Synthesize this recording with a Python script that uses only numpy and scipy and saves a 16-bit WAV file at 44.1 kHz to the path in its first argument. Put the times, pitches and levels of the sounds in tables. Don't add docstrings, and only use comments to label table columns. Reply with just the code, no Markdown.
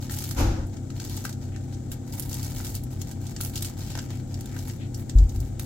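import sys
import numpy as np
from scipy import signal
from scipy.fft import rfft, irfft, next_fast_len
from scipy.io import wavfile

SR = 44100
rng = np.random.default_rng(int(sys.argv[2]) if len(sys.argv) > 2 else 0)


def persist_wave(psi):
    counts = np.round(np.clip(psi, -1, 1) * 32767).astype(np.int16)
    wavfile.write(sys.argv[1], SR, np.atleast_2d(counts).T)


N = 249321
TIME = np.arange(N) / SR

# frequency_hz, correlation
PORT_LIKENESS = [(60, 1), (150, 0.98), (300, 0.87), (600, 0.32), (1200, 0), (16000, 0)]


def amp(db):
    return 10 ** (np.asarray(db) / 20)


def unit(x):
    return x / np.sqrt(np.mean(x ** 2) + 1e-20)


def read(points, hz):
    table_hz, value = np.transpose(points)
    return np.interp(np.log(hz + 1), np.log(table_hz + 1), value)


def colour(x, points):
    size = next_fast_len(x.shape[-1] + 512)
    gain = amp(read(points, np.fft.rfftfreq(size, 1 / SR)))
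    return irfft(rfft(x, size) * gain, size)[..., :x.shape[-1]]


def band(x, low_hz, high_hz):
    return signal.sosfilt(signal.butter(3, [low_hz, high_hz], "band", fs=SR, output="sos"), x)


def lean(db):
    return amp(np.array([[db], [-db]]) / 2)


def lean_by_band(stereo, points):
    return np.array([colour(channel, [(hz, sign * db / 2) for hz, db in points])
                     for channel, sign in zip(stereo, (1, -1))])


def drift(per_s):
    knots = rng.standard_normal(4096)
    return unit(np.interp(TIME * per_s, np.arange(len(knots)), knots))


def envelope(start, length, attack_s, release_s, fade_db_per_s=0):
    t = np.maximum(TIME - start, 0)
    rise = np.sin(np.pi / 2 * np.minimum(t / attack_s, 1)) ** 2
    return rise * amp(-fade_db_per_s * t) * np.exp(-np.maximum(t - length, 0) / release_s)


def add(mix, start_s, sound):
    part = mix[:, max(round(start_s * SR), 0):][:, :sound.shape[1]]
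    part += sound[:, :part.shape[1]]


def stereo_noise():
    left, unrelated = rfft(rng.standard_normal((2, 2 ** 18)))
    likeness = np.clip(read(PORT_LIKENESS, np.linspace(0, SR / 2, len(left))), -1, 1)
    right = likeness * left + np.sqrt(1 - likeness ** 2) * unrelated
    return irfft([left, right])[:, :N]


def room_tone(level_db=-39.5):
    # frequency_hz, gain_db
    spectrum = [(18, -40), (50, 0.5), (75, -6), (120, -3), (180, -10.5), (280, -8.5), (400, -19.5),
                (780, -26.5), (1000, -38.5), (1500, -37), (2600, -57.5), (3400, -46), (5000, -46),
                (7600, -34.5), (9600, -49), (15500, -55.5)]
    # frequency_hz, left_over_right_db
    balance = [(60, 1.5), (250, 9), (1000, 1.5), (2500, 20), (7400, 8.5), (9500, -1), (14000, 14)]
    return lean_by_band(amp(level_db) * unit(colour(stereo_noise(), spectrum)), balance)


def appliance_hum(waver_hz=1.54, throb_db=1.5, left_db=0.9):
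    # pitch_hz, level_db
    tones = [(34.5, -50), (93.3, -38.5), (98.6, -42), (127.6, -38.5), (161.5, -50.5), (198, -57.5),
             (220.7, -49.5), (252, -47.5), (291, -51.5), (344.5, -53), (392, -66), (489, -64), (541, -67.5),
             (586.8, -87), (684, -66), (786, -62)]
    out = np.zeros((2, N))
    for hz, db in tones:
        pitch_hz = hz + waver_hz * np.sqrt(hz / 100) * drift(14)
        phase = 2 * np.pi * np.cumsum(pitch_hz) / SR
        port_shift = np.arccos(np.clip(read(PORT_LIKENESS, hz), -1, 1))
        out += np.sqrt(2) * amp(db + throb_db * drift(9)) * np.sin([phase, phase + port_shift])
    return lean(left_db) * out


def fracture(ring=0.7, cycles=1.6, scatter=0.19, scatter_s=0.0038):
    t = np.arange(1024) / SR
    hz = 3000 * 5 ** rng.random()
    direct = ring * np.exp(-t * hz / cycles) * np.sin(2 * np.pi * hz * t)
    direct[0] += 1
    ports = np.array([direct, np.roll(direct, rng.integers(0, 6))])
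    out = ports + scatter * rng.standard_normal((2, len(t))) * np.exp(-t / scatter_s)
    return out / np.linalg.norm(out, axis=1, keepdims=True)


def grip(rest_db=-67, rest_top_db=-9):
    # start_s, length_s, level_db, brittle_top_db
    squeezes = [(0, 0.065, -49, -7.5), (0.102, 0.21, -45, -1), (0.72, 0.033, -61, -14),
                (0.95, 0.099, -51, -8.5), (1.034, 0.26, -47.5, -5), (1.409, 0.036, -52.5, -10),
                (1.6, 0.032, -62.5, -10), (1.708, 0.026, -56, -11), (1.9, 0.034, -57.5, -3),
                (2.06, 0.045, -57, -4), (2.113, 0.19, -53.5, 1), (2.295, 0.23, -49.5, -3),
                (2.541, 0.23, -48.5, -1.5), (2.899, 0.043, -53, -4.5), (2.983, 0.12, -54, -5),
                (3.202, 0.2, -55, -5.5), (3.398, 0.079, -46.5, 3.5), (3.526, 0.17, -49.5, -4.5),
                (3.765, 0.12, -51.5, -5.5), (3.9, 0.13, -52.5, -6), (4.081, 0.11, -54.5, -8),
                (4.267, 0.29, -59, -8), (4.534, 0.2, -53, -2.5), (4.946, 0.063, -58.5, 1),
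                (5.09, 0.15, -61, -7), (5.282, 0.2, -62.5, 0), (5.599, .06, -53, 1)]
    hold_db = rest_db + np.clip(drift(18), -2, 1)
    power = amp([hold_db, hold_db + rest_top_db]) ** 2
    for start, length, db, top_db in squeezes:
        pressure = envelope(start, length, attack_s=0.0099, release_s=0.028)
        power += (amp([[db], [db + top_db]]) * pressure) ** 2
    return np.sqrt(power)


def flake_crackle(flakes_per_s=850, spread_db=4.6, clump_db=3, left_db=2.5, voices=20):
    # frequency_hz, gain_db
    spectrum = [(200, -4), (600, 3.5), (1400, -5), (2500, -8.5), (3500, -1.5), (4800, 3), (7400, 4),
                (9500, -6.5), (12000, -3.5), (16000, -9)]
    flakes = np.zeros((2, N))
    clumps = amp(clump_db * np.tanh(drift(97)))
    for _ in range(voices):
        sizes = amp(spread_db * np.minimum(rng.exponential(1, N), 3)) * rng.choice([-1, 1], N)
        breaks = sizes * clumps * (rng.random(N) < flakes_per_s / voices / SR)
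        flakes += signal.oaconvolve(breaks[None], fracture(), axes=1)[:, :N]
    flakes = colour(flakes, spectrum)
    crust_gain, top_gain = grip()
    rub_db = -55 + 0.53 * (20 * np.log10(crust_gain) + 49)
    crust = unit(band(flakes, 2600, 8600)) * crust_gain
    brittle_top = unit(band(flakes, 8700, 17000)) * top_gain
    dough_rub = unit(band(flakes, 700, 2200)) * amp(rub_db)
    return lean(left_db) * (crust + brittle_top + dough_rub)


def avalanche(t, decay_s, build_s=0.0022, cracks_per_s=900, crack_size=0.42, voices=4):
    swell = crack_size * np.exp(np.minimum(t / build_s, -t / decay_s))
    cracks = 0
    for voice in range(voices):
        breaks = swell * rng.choice([-1, 1], len(t)) * (rng.random(len(t)) < cracks_per_s / voices / SR)
        if voice == 0:
            breaks += t == 0
        cracks = cracks + signal.fftconvolve(breaks[None], fracture(ring=0.18), axes=1)
    cracks /= np.sqrt(np.sum(cracks ** 2) / 2)
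    return cracks[:, :len(t)]


def air_pocket(t, centre_hz=1450, decay_s=0.0018, level_db=-13):
    ring_hz = centre_hz * 2 ** rng.uniform(-0.46, 0.5)
    pop = (t > 0) * np.exp(-abs(t) / decay_s) * np.sin(2 * np.pi * ring_hz * t)
    return amp(level_db) * pop / np.linalg.norm(pop)


def crust_snaps(gain_db=5.5, left_db=1.8, wander_db=2.0):
    # time_s, level_db, doughy_knock_db, brittle_top_db, avalanche_decay_s
    snaps = [(.097, -27, -1.5, -12, 0.016), (.1195, -25.5, -10, -6, .011), (0.14, -27, -11, -10, .005),
             (0.187, -22.5, -19, -6, 0.0098), (0.222, -31, -6, -3, .005), (.2404, -23.5, -12, -6, .003),
             (0.311, -21, -9.5, -13, 0.0037), (0.669, -45, -13, -6, .005), (0.769, -34.5, -7, -24, .004),
             (0.903, -31, -6.5, -21, .003), (1.0003, -24.5, -12, -17, .003), (1.097, -28, -11, -11.5, .004),
             (1.1674, -29, -18, -5, .004), (1.173, -26.5, -9, -20, .0045), (1.2522, -22.5, 1, -8, .002),
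             (1.2945, -29, -12, -17, 0.0028), (1.328, -30, -25, -20, .005), (1.5626, -32.5, -3, -25, .003),
             (1.9178, -25, -13.5, -7, 0.013), (2.125, -32, -29, -9, .007), (2.197, -26, -11, 2, 0.0049),
             (2.224, -29, -30, -4, .005), (2.295, -29, -30, -4, .006), (2.3301, -24, -19, -13, .004),
             (2.3425, -23.5, -21, -5, .004), (2.396, -27.5, -7.5, -24, 0.0032), (2.429, -27, -21, -8, .005),
             (2.4465, -27, -32, -9, 0.0044), (2.6025, -35.5, 6.5, -20, 0.0044),
             (2.648, -25, -11, -9, 0.011), (2.668, -24.5, -17, -13, .005),
             (2.7514, -22.5, -27, -3.5, 0.013), (2.837, -36, -36, -1.5, .005),
             (3.017, -25, -13, -10.5, 0.0054), (3.113, -29.5, -15, -10.5, 0.014),
             (3.268, -27.5, -21, -18, 0.0073), (3.3643, -25, -11, -24, 0.0068),
             (3.406, -32, 4.5, -15, .002), (3.411, -19.5, -20, -5.5, 0.0079), (3.449, -25.5, -14, -3, .005),
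             (3.5576, -16, -24, -16, 0.013), (3.577, -20.5, -24, -12, .004),
             (3.624, -18.5, -18, -6.5, 0.0062), (3.6477, -19.5, -14.5, -10, 0.016),
             (3.8076, -31.5, -14, -16, .014), (3.903, -27.5, -6, -17, .008),
             (3.9534, -27, 4.5, -18, 0.0032), (3.976, -29, 5.5, -13, 0.0055), (3.989, -21, -6, -23, .005),
             (4.105, -32.5, -1, -15, .005), (4.343, -28.5, -23, -18, .005), (4.409, -31.5, -12, -6.5, .004),
             (4.4585, -31.5, -10, -11, 0.0055), (4.565, -33, 2.5, -21, 0.01), (4.59, -28, -18, -17, .005),
             (4.6815, -37, 1, -2, 0.0047), (4.698, -29.5, -5.5, -30, .005), (4.946, -24.5, -47, -18, .004),
             (5.0964, -24, -13, -18.5, 0.0027), (5.186, -28, -14, -18.5, .003),
             (5.294, -29.5, -32, -17.5, .005), (5.3607, -32.5, -23, -10, .005),
             (5.403, -31.5, -37, -8, .004), (5.5962, -24.5, -4.5, -7, 0.0015)]
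    # frequency_hz, gain_db
    spectrum = [(150, -24), (500, 10.5), (900, 10.5), (1500, 18), (2500, 4.5), (4500, 11), (7200, 11.5),
                (9500, 14.5), (12000, 16.5), (16000, 7.5)]
    out = np.zeros((2, N))
    t = np.arange(-512, 2560) / SR
    for time_s, db, knock_db, top_db, decay_s in snaps:
        snap = avalanche(t, decay_s) + air_pocket(t)
        middle_db = 0.25 * (knock_db + 13)
        snap = colour(snap, [(1800, knock_db), (2800, middle_db), (4600, 0), (7500, 0), (10000, top_db)])
        balance = lean(left_db + wander_db * rng.standard_normal())
        add(out, time_s + t[0], amp(db + gain_db) * balance * snap)
    return colour(out, spectrum)


def camera_mount(shudder_at_s=5.152, shudder_hz=48.6, shudder_db=-8, left_db=1.5):
    # start_s, length_s, level_db
    jolts = [(0.339, .185, -22), (.54, .13, -31.5), (2.245, .6, -41), (5.147, 0.1, -21),
             (5.31, 0.17, -28.5), (5.518, .12, -37)]
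    # frequency_hz, gain_db
    spectrum = [(15, -39), (30, -1), (50, -2), (75, -0.5), (120, -10), (200, -40), (400, -49), (900, -88)]
    jostling = sum(amp(db) * envelope(start, length, attack_s=0.06, release_s=0.024)
                   for start, length, db in jolts)
    rumble = unit(colour(rng.standard_normal(N), spectrum)) * jostling
    swing = np.sqrt(2) * np.sin(2 * np.pi * shudder_hz * (TIME - shudder_at_s))
    swing *= envelope(shudder_at_s, length=0.11, attack_s=0.009, release_s=0.005, fade_db_per_s=71)
    return lean(left_db) * (rumble + amp(shudder_db) * swing)


def sleeve_brush(start_s=0.3513, length_s=0.29, release_s=0.028, flutter_db=0.5, left_db=-1.0):
    # frequency_hz, gain_db
    spectrum = [(150, -2), (300, 2), (370, -2), (440, -14), (530, -3), (630, -15), (730, -9.5),
                (1400, -9.5), (1950, -23.5), (6800, -25), (9200, -45), (11700, -41.5), (16000, -48)]
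    # low_hz, high_hz, level_db, attack_s, fade_db_per_s
    bands = [(183, 860, -22.5, .072, 73), (800, 2030, -26, 0.053, 70), (2000, 7000, -31.5, 0.051, 85),
             (8400, 14600, -34.5, 0.059, 162)]
    cloth = colour(stereo_noise(), spectrum) * amp(flutter_db * drift(148.3))
    out = np.zeros((2, N))
    for low_hz, high_hz, db, attack_s, fade in bands:
        sweep = envelope(start_s, length_s, attack_s, release_s, fade)
        out += amp(db) * unit(band(cloth, low_hz, high_hz)) * sweep
    return lean(left_db) * out


def finger_slides(grain_db=3, band_ratio=1.48, left_db=3):
    # middle_s, length_s, centre_hz, level_db
    slides = [(1.55, 0.05, 2200, -56.5), (1.742, 0.02, 5470, -51.5), (3.918, 0.21, 3820, -52.5),
              (4.13, 0.092, 2520, -58), (4.54, 0.075, 1500, -54), (4.695, 0.052, 3000, -60),
              (4.829, 0.073, 2740, -53)]
    out = np.zeros((2, N))
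    friction = rng.standard_normal((2, N)) * amp(grain_db * drift(500))
    for middle_s, length, hz, db in slides:
        stroke = np.exp(-(2 * (TIME - middle_s) / length) ** 2)
        out += amp(db) * stroke * unit(band(friction, hz / band_ratio, hz * band_ratio))
    return lean(left_db) * out


def kitchen(direct, wet_db=-7, onset_s=0.0008, reflections_per_s=3000):
    # frequency_hz, decay_s
    decay = [(200, 0.12), (1500, 0.2), (5000, 0.12), (9000, 0.087), (16000, 0.035)]
    shape = (2, SR // 2)
    reflections = rng.standard_normal(shape) * (rng.random(shape) < reflections_per_s / SR)
    hz, t, spectra = signal.stft(reflections, SR, nperseg=256)
    spectra *= amp(-60 * t / read(decay, hz)[:, None]) * (1 - np.exp(-t / onset_s))
    tail = signal.istft(spectra, SR, nperseg=256)[1]
    tail /= np.linalg.norm(tail, axis=1, keepdims=True)
    return direct + amp(wet_db) * signal.fftconvolve(direct, tail, axes=1)[:, :N]


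def scene():
    # frequency_hz, gain_db
    port_response = [(850, 1), (1120, -6), (1450, -1.5), (2400, 2), (3300, -0.5), (6600, 1.5), (7450, 2),
                     (8900, 0), (10200, -1.5), (11400, 4.5), (12300, 2.5), (15500, 9.5)]
    # frequency_hz, left_over_right_db
    port_balance = [(1000, 4), (5000, 0.5), (7900, 0.5), (8700, -8.5), (9800, -17.5), (12000, -5),
                    (16000, -3)]
    pastry = kitchen(crust_snaps() + flake_crackle() + finger_slides())
    close = colour(pastry + sleeve_brush(), port_response)
    return lean_by_band(close, port_balance) + camera_mount() + appliance_hum() + room_tone()


def record(dry, cutoff_hz=15900):
    low_pass = signal.firwin(401, cutoff_hz, window=("kaiser", 9), fs=SR)
    return signal.oaconvolve(dry, low_pass[None], "same")


dry = scene()
out = record(dry)
persist_wave(out)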